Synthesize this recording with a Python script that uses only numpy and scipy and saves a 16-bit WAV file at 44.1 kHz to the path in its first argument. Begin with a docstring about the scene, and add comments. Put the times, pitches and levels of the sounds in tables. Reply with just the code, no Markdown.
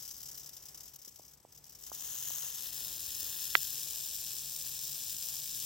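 """A rattlesnake's tail buzzes in halting jerks, then in a fast, more even rattle, over far traffic and insects.
Fingers tap the camera body, and later something on it snaps once. The rattle is noise made louder and softer
by jerks, swings and tiny slaps; traffic and insects are filtered noise, the traffic with a fuzzy hum.
Taps are short sagging tones over a low sway; the snap is a brief crack and a set of dying tones.
The snake lies coiled on asphalt close to a hand-held camera with a left and a right microphone port."""
import sys
import numpy as np
from scipy import signal
from scipy.fft import rfft, irfft, next_fast_len
from scipy.io import wavfile
from scipy.ndimage import uniform_filter1d, map_coordinates

SR = 44100
rng = np.random.default_rng(int(sys.argv[2]) if len(sys.argv) > 2 else 0)


def store_wav(level_fs):
    """Save 16-bit WAV to argv[1]."""
    pcm = np.round(np.clip(np.atleast_2d(level_fs), -1, 1) * 32767)
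    wavfile.write(sys.argv[1], SR, pcm.T.astype(np.int16))


N = 249165  # length in samples


def amp(db):
    """Turn decibels into a gain."""
    return 10 ** (np.asarray(db) / 20)


def unit(x):
    """Scale a sound to an average (rms) strength of 1."""
    return x / np.sqrt(np.mean(x ** 2) + 1e-20)


def along(points, hz):
    """Read each column after the frequency, with straight lines drawn on a log frequency axis."""
    f, *columns = np.transpose(points)
    return np.array([np.interp(np.log(hz + 1), np.log(f + 1), c) for c in columns])


def curves(rows):
    """Read each column after the time as one value per sample."""
    times, *columns = np.transpose(rows)
    return [np.interp(np.arange(N) / SR, times, c) for c in columns]


def wobble(rate):
    """Draw a smooth random curve through 'rate' random points a second."""
    points = rng.standard_normal(int(N * rate / SR) + 4)
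    return map_coordinates(points, [np.arange(N) * rate / SR])


def filtered(x, response):
    """Multiply the spectrum of x by a response that depends on frequency."""
    m = next_fast_len(N + SR // 2)
    return irfft(rfft(x, m) * response(np.fft.rfftfreq(m, 1 / SR)), m)[..., :N]


def spread(pair, ports):
    """Mix two unrelated signals into left and right with a given likeness and phase lead."""
    def blend(hz):
        angle = np.arccos(np.clip(along(ports, hz)[0], -1, 1)) / 2
        return np.array([np.cos(angle), np.sin(angle)])

    def lead(hz):
        return np.exp(1j * np.outer([1, -1], along(ports, hz)[1]) / 2)

    mid, side = filtered(pair, blend)
    return filtered(np.array([mid + side, mid - side]), lead)


# bouts of jerks while the shaking halts, one jerk a swing:
# (first jerk [s], last jerk [s], level [dB], growth per jerk [dB])
JERK_BOUTS = [(0.019, 0.104, -53.5, 1.5), (0.135, 0.163, -69, 2), (0.1985, 0.255, -59, 3),
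              (0.283, 0.341, -47.5, -3.5), (0.373, 0.394, -49, -3), (0.429, 0.488, -56, 4),
              (0.529, 0.564, -53, 2.5), (0.622, 0.683, -54.5, 1.5), (0.743, 0.801, -52.5, .2),
              (0.83, 0.876, -52, 0), (0.933, 0.956, -53, 3.5), (0.985, 1.075, -59.5, 2.5),
              (1.105, 1.137, -73, -3), (1.157, 1.185, -56.5, -2), (1.216, 1.309, -58.5, -2),
              (1.332, 1.37, -58.5, -7), (1.397, 1.482, -66, -3), (1.519, 1.571, -59, 2.5),
              (1.636, 1.748, -57.5, 1.5), (1.784, 1.832, -58, 2), (1.862, 1.895, -48.5, -3),
              (1.916, 2.033, -59, 2)]
JERK_ATTACK_S, JERK_HOLD_S = 0.0038, 0.01
RETURN_S, RETURN_DB = 0.0099, -8  # the swing back strikes again, weaker
JERK_SCATTER_DB, JERK_SCATTER_S, RETURN_SCATTER_DB = 1.2, 0.0005, 2.5


def jerks(rate, pause_s=0.0035, pause_db=-6):
    """Loudness of single jerks (sudden start, short hold, quick end) and the stillness just before each."""
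    shape, still = np.zeros(N + SR), np.zeros(N)
    t = np.arange(SR // 10) / SR
    pulse = (1 - np.exp(-(t / JERK_ATTACK_S) ** 2)) * np.exp(-(t / JERK_HOLD_S) ** 3)
    for first, last, db, growth_db in JERK_BOUTS:
        chance = np.clip(rng.standard_normal(size=(8, 3)), -2, 2)
        swings = round((last - first) * rate[round(first * SR)])
        for k, s in enumerate(np.linspace(first, last, swings + 1)):
            size = amp(db + growth_db * k + JERK_SCATTER_DB * chance[k, 1])
            s = s + JERK_SCATTER_S * chance[k, 0]
            shape[round(s * SR):][:len(t)] += size * pulse
            return_size = size * amp(RETURN_DB + RETURN_SCATTER_DB * chance[k, 2])
            shape[round((s + RETURN_S) * SR):][:len(t)] += return_size * pulse
            still[round((s - pause_s) * SR):round(s * SR)] = pause_db
    return shape[:N], amp(uniform_filter1d(still, size=160))


def slaps(per_second, life_s=0.00031):
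    """Loudness of slaps at random moments, each swelling and dying within a millisecond or so."""
    hits = (rng.random(N) < per_second / SR) * 1.0
    # running the decay forwards and backwards makes each slap swell as well as die
    return unit(signal.filtfilt([1], [1, -np.exp(-1 / (life_s * SR))], hits))


# effort of the tail, before the later gains: (time [s], level [dB])
TAIL_EFFORT = [(0, -50), (.28, -52.5), (.6, -57.5), (1.0, -60), (1.33, -63.5), (1.4, -86), (1.5, -67),
               (1.78, -62), (1.92, -46), (2.03, -44), (2.28, -40.5), (2.6, -41.5), (3.15, -39.5),
               (3.55, -39), (3.75, -37), (4.6, -38), (5.65, -36.5)]
# how fast the tail swings: (time [s], swings per second [Hz])
SWING_RATE = [(0, 34.5), (1.9, 35.5), (2.15, 40.4), (3.5, 40), (4.2, 39), (5, 39.3), (5.65, 38)]
# how steady the shaking is: (time [s], steadiness [0-1])
STEADINESS = [(0, 0.5), (1.0, .07), (1.85, 0), (2.1, 0.72), (3.75, 0.76), (5.65, 0.7)]
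# how the coil is held, 0 hidden, 1 turning, 2 raised, 3 settled: (time [s], posture [0-3])
COIL_POSTURE = [(0, 0), (1.75, .1), (2.05, 1), (2.45, 1), (2.9, 2.5), (3.1, 2.5), (3.2, 2), (3.52, 2),
                (3.85, 3), (5.65, 3)]
# slaps bunch up inside a swing: (multiple of the swing rate [x], depth [nepers], place [turns])
SWING_BUNCHES = [(1, 0.095, 0.27), (2, 0.13, 0), (3, 0.17, 0.42), (4, 0.09, 0.071), (5, 0.061, 0.26)]
# the tail stalls for a moment: (time [s], depth [dB], length [s])
TAIL_STALLS = [(0.509, -7, 0.013), (.978, -14, 0.0096), (1.63, -3, .012), (1.911, -12, 0.01),
               (2.525, -2.5, .015), (2.713, -5.5, 0.01), (4.638, -3, 0.0064)]
# bands of large to small segments: (lowest frequency [Hz], highest frequency [Hz])
SEGMENT_BANDS = [(0, 4700), (4700, 8800), (8800, 11500), (11500, 22050)]
# the two ports, tail to the left, then ahead: (frequency [Hz], left-right likeness [0-1], left's lead [rad])
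PORTS_TAIL_LEFT = [(1520, 0.84, 0.19), (3000, 0.61, 0.27), (5830, 0.62, 0.56), (9100, 1, 2.76),
                   (10000, 0.18, 1.6), (10900, 0.69, 2.1), (15500, 0.66, 3.2)]
PORTS_TAIL_AHEAD = [(1390, 0.89, 0.5), (5000, 0.95, 0), (5480, 0.88, 1.5), (7010, 0.15, -4), (7140, 1, 0),
                    (8300, 0.36, 0.62), (15500, 0.75, 0.6)]
# colour of the rattle with its echo off the ground, in each posture:
# (frequency [Hz], left level [dB], right level [dB])
COLOUR_HIDDEN = [(1750, -15, -14.5), (2360, -21.5, -17), (2520, -16.5, -18.5), (3000, -11.5, -8),
                 (4600, -8, -11.5), (4950, 4, -2.5), (5750, 3.5, 4), (6870, 0, -2), (7800, -1, 2.5),
                 (9000, -6, -20), (10460, -7, -15), (11900, 2.5, -9.0), (13300, 3, -5), (15400, 3.5, -13)]
COLOUR_TURNING = [(1860, -14, -14.5), (2440, -24, -21), (2490, -15.5, -16), (3100, -7, -5),
                  (4650, -10, -14.5), (5060, -9, -5), (5750, -0.5, -11), (6370, 2.5, 3.5), (7600, -2, -2.5),
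                  (9800, -7, -12.5), (10900, -5.5, -18), (12800, 2, -9), (13600, 2.5, -7), (15400, 2.5, -9)]
COLOUR_RAISED = [(1240, -21.5, -19), (1770, -12.5, -14.5), (2320, -33, -27.5), (2450, -14.5, -12),
                 (3570, -4.5, -7), (4840, -9.5, -7.5), (5280, 4, 2), (5720, -14.5, -8.5), (6430, 2, -3),
                 (7900, -4, -12.5), (10550, -5, -13), (11260, -4.5, -28), (12850, 2.5, -3),
                 (13700, -2, -12), (15100, 2, -10)]
COLOUR_SETTLED = [(1300, -30.5, -27.5), (1685, -19.5, -20), (2190, -34, -31), (2310, -19.5, -18.5),
                  (3680, -9, -9.5), (4770, -13.5, -12), (4940, -4.5, -4.5), (5730, -9.5, -2.5),
                  (6400, -3, -12.5), (7160, -3, -9.5), (9950, -7, -15.5), (10730, -11, -24),
                  (12200, -3.5, -11), (14000, -4, -15), (14900, -3, -13)]


def rattle(own=0.67, hiss=0.98):
    """Dry hollow segments slap each other about a thousand times a second, bunched by the swing."""
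    level_db, = curves(TAIL_EFFORT)
    rate, = curves(SWING_RATE)
    steady, = curves(STEADINESS)
    posture, = curves(COIL_POSTURE)

    # the swing count drifts a little, so the rhythm is not perfect
    turns = np.cumsum(rate) / SR + 0.026 * wobble(14)
    bunching = np.exp(sum(depth * np.cos(2 * np.pi * (k * turns - place))
                          for k, depth, place in SWING_BUNCHES))
    even = amp(-2.5) * bunching * amp(0.1 * wobble(70) + 0.06 * wobble(3.3))
    halting = amp(-5.5 + 0.9 * np.cos(2 * np.pi * turns) + 0.8 * wobble(55))
    jerk, still = jerks(rate)
    shaking = steady * even + (1 - steady) * halting
    drive = amp(level_db) * still * shaking + jerk
    t = np.arange(N) / SR
    stall_db = sum(db * np.exp(-((t - s) / length) ** 2) for s, db, length in TAIL_STALLS)
    drive = drive * amp(stall_db)

    # some slaps run through the whole chain, others stay among segments of one size
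    chain = slaps(1300)
    noise = np.zeros((2, N))
    for low, high in SEGMENT_BANDS:
        loudness = drive * (chain + own * slaps(900) + hiss)
        noise += filtered(loudness * rng.standard_normal((2, N)), lambda hz: (hz >= low) & (hz < high))

    aside, ahead = spread(noise, PORTS_TAIL_LEFT), spread(noise, PORTS_TAIL_AHEAD)
    postures = [(COLOUR_HIDDEN, aside), (COLOUR_TURNING, aside),
                (COLOUR_RAISED, ahead), (COLOUR_SETTLED, ahead)]
    out = np.zeros((2, N))
    for place, (colour, pair) in enumerate(postures):
        share = np.clip(1 - np.abs(posture - place), 0, 1)  # neighbouring postures cross-fade
        # the last factor thins out the sound below about 900 Hz
        out += share * filtered(pair, lambda hz: amp(along(colour, hz)) * hz ** 2 / (hz ** 2 + 900 ** 2))
    return amp(2.5) * out


# swell of the far traffic, before a random wobble: (time [s], level [dB])
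TRAFFIC_LEVEL = [(0, -67), (.85, -69), (1.4, -72.5), (2.0, -66), (2.95, -62), (3.6, -63), (4.6, -65),
                 (5.0, -64), (5.65, -64)]
# tone balance of the low rumble: (frequency [Hz], relative level [dB])
RUMBLE_COLOUR = [(15, -48), (30, -28), (48, 3), (91, 0.5), (113, -4), (145, -5.5), (220, -6.5),
                 (350, -13.5), (460, -51), (770, -120)]
# tone balance of the wash of air: (frequency [Hz], relative level [dB])
WASH_COLOUR = [(150, -39), (280, -4.5), (400, 0.5), (600, -3), (900, -2.5), (1500, -9.5), (3000, -9.5),
               (16000, -16)]
# traffic at the two ports: (frequency [Hz], left-right likeness [0-1], left's lead [rad])
TRAFFIC_PORTS = [(60, 0.82, 0.064), (141, 0.9, 0.057), (300, 0.75, 0.054), (990, 0.53, .1),
                 (4000, 0.73, 0.092)]
HUM_HZ, HUM_DB = 142.7, 5.5  # level on the scale of the rumble's tone balance
WASH_FOLLOWS = 0.98  # share of the rumble's swells that the wash takes up


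def traffic():
    """A low rumble with a fuzzy engine hum, and a faint wash of air that swells with it."""
    rumble_db, = curves(TRAFFIC_LEVEL)
    mean_db = rumble_db.mean()
    wash_db = mean_db + WASH_FOLLOWS * (rumble_db - mean_db)

    def rumble_and_hum(hz):
        hum = amp(HUM_DB) / (1 + ((hz - HUM_HZ) / 5) ** 2)
        return amp(along(RUMBLE_COLOUR, hz)[0]) + hum

    rumble_noise = spread(rng.standard_normal((2, N)), TRAFFIC_PORTS)
    rumble = unit(filtered(rumble_noise, rumble_and_hum))
    wash_noise = spread(rng.standard_normal((2, N)), TRAFFIC_PORTS)
    wash = unit(filtered(wash_noise, lambda hz: amp(along(WASH_COLOUR, hz)[0])))
    return amp(rumble_db + wobble(3.9)) * rumble + amp(wash_db + wobble(5.83)) * wash


def insects(centre_hz=8100, width_hz=320, level_db=-74.5):
    """Far insects as a faint whir: noise in one high band, its level wavering slightly."""
    band = filtered(rng.standard_normal((2, N)), lambda hz: np.exp(-((hz - centre_hz) / width_hz) ** 2 / 2))
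    return amp(level_db + 1.5 * wobble(11)) * unit(band)


# fingers on the camera body: (time [s], level [dB], left over right [dB], starting pitch [Hz])
FINGER_TAPS = [(1.0747, -53.5, -9, 450), (1.1954, -45, -7, 785), (1.4496, -44.5, -7, 790),
               (1.9173, -37.5, -15, 1070), (2.305, -44, 8, 1020), (2.44, -47.5, 3, 1030),
               (2.464, -51, 9, 1050), (3.23, -52.5, -14, 484)]


def taps(sag=0.22, body_hz=260, body_db=-16):
    """Each soft tap is about two cycles of the camera shell, sagging in pitch, over a low sway of the body."""
    out, t = np.zeros((2, N + SR)), np.arange(SR // 20) / SR
    sway = amp(body_db - 60 * t / 0.021) * np.sin(2 * np.pi * body_hz * t) * (1 - np.exp(-t / 0.0068))
    for s, db, pan_db, hz in FINGER_TAPS:
        cycles = hz * t
        swell = np.exp(-((cycles - 1.1) / 0.67) ** 2)
        thud = np.cos(2 * np.pi * np.log1p(sag * cycles) / sag) * swell
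        sides = amp([[pan_db / 2], [-pan_db / 2]])
        out[:, round(s * SR):][:, :len(t)] += amp(db) * sides * (thud + sway)
    return out[:, :N]


# tones the snap rings with:
# (frequency [Hz], time to fall 60 dB [s], left relative level [dB], right relative level [dB])
SNAP_RINGS = [(410, 0.017, -23.5, -24), (547, 0.0155, -25, -22), (1060, 0.0059, -14, -29),
              (1250, .01, -22, -25), (1380, 0.012, -11, -8.5), (1590, 0.014, -35, -6.5),
              (1930, 0.013, -20, -4.5), (2470, 0.0082, -21, -18), (3370, 0.0063, -43, -1.5),
              (4260, 0.0046, -2.5, -9.5)]
SNAP_S, SNAP_DB = 3.5525, -7


def snap(crack_hz=[1750, 2150], crack_db=[-2, 2.4], width_s=0.00029):
    """One hard snap: a crack of about two cycles, while the plastic shell rings for a few milliseconds."""
    out, t = np.zeros((2, N)), np.arange(SR // 20) / SR
    # the right port is nearer: louder, brighter and a little earlier
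    since = t - np.array([[0.00071], [0.00056]])
    burst = np.exp(-(since / width_s) ** 2 / 2)
    tone = np.sin(2 * np.pi * np.array(crack_hz)[:, None] * since)
    sound = amp(crack_db)[:, None] * burst * tone
    rise = 1 - np.exp(-(t / 0.0005) ** 2)
    for hz, t60, left_db, right_db in SNAP_RINGS:
        ring = amp(2.0 - 60 * t / t60) * rise * np.sin(2 * np.pi * hz * t)
        sound = sound + amp([[left_db], [right_db]]) * ring
    out[:, round(SNAP_S * SR):][:, :len(t)] = amp(SNAP_DB) * sound
    return out


def scene():
    """Add up all sources at the two microphone ports."""
    return rattle() + traffic() + insects() + taps() + snap()


def record(dry, top_hz=15950):
    """The camera rounds off the loudest peaks and keeps nothing above its band limit."""
    soft = dry / (1 + np.abs(dry / 0.98) ** 8) ** (1 / 8)
    return filtered(soft, lambda hz: hz < top_hz)


dry = scene()
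out = record(dry)
store_wav(out)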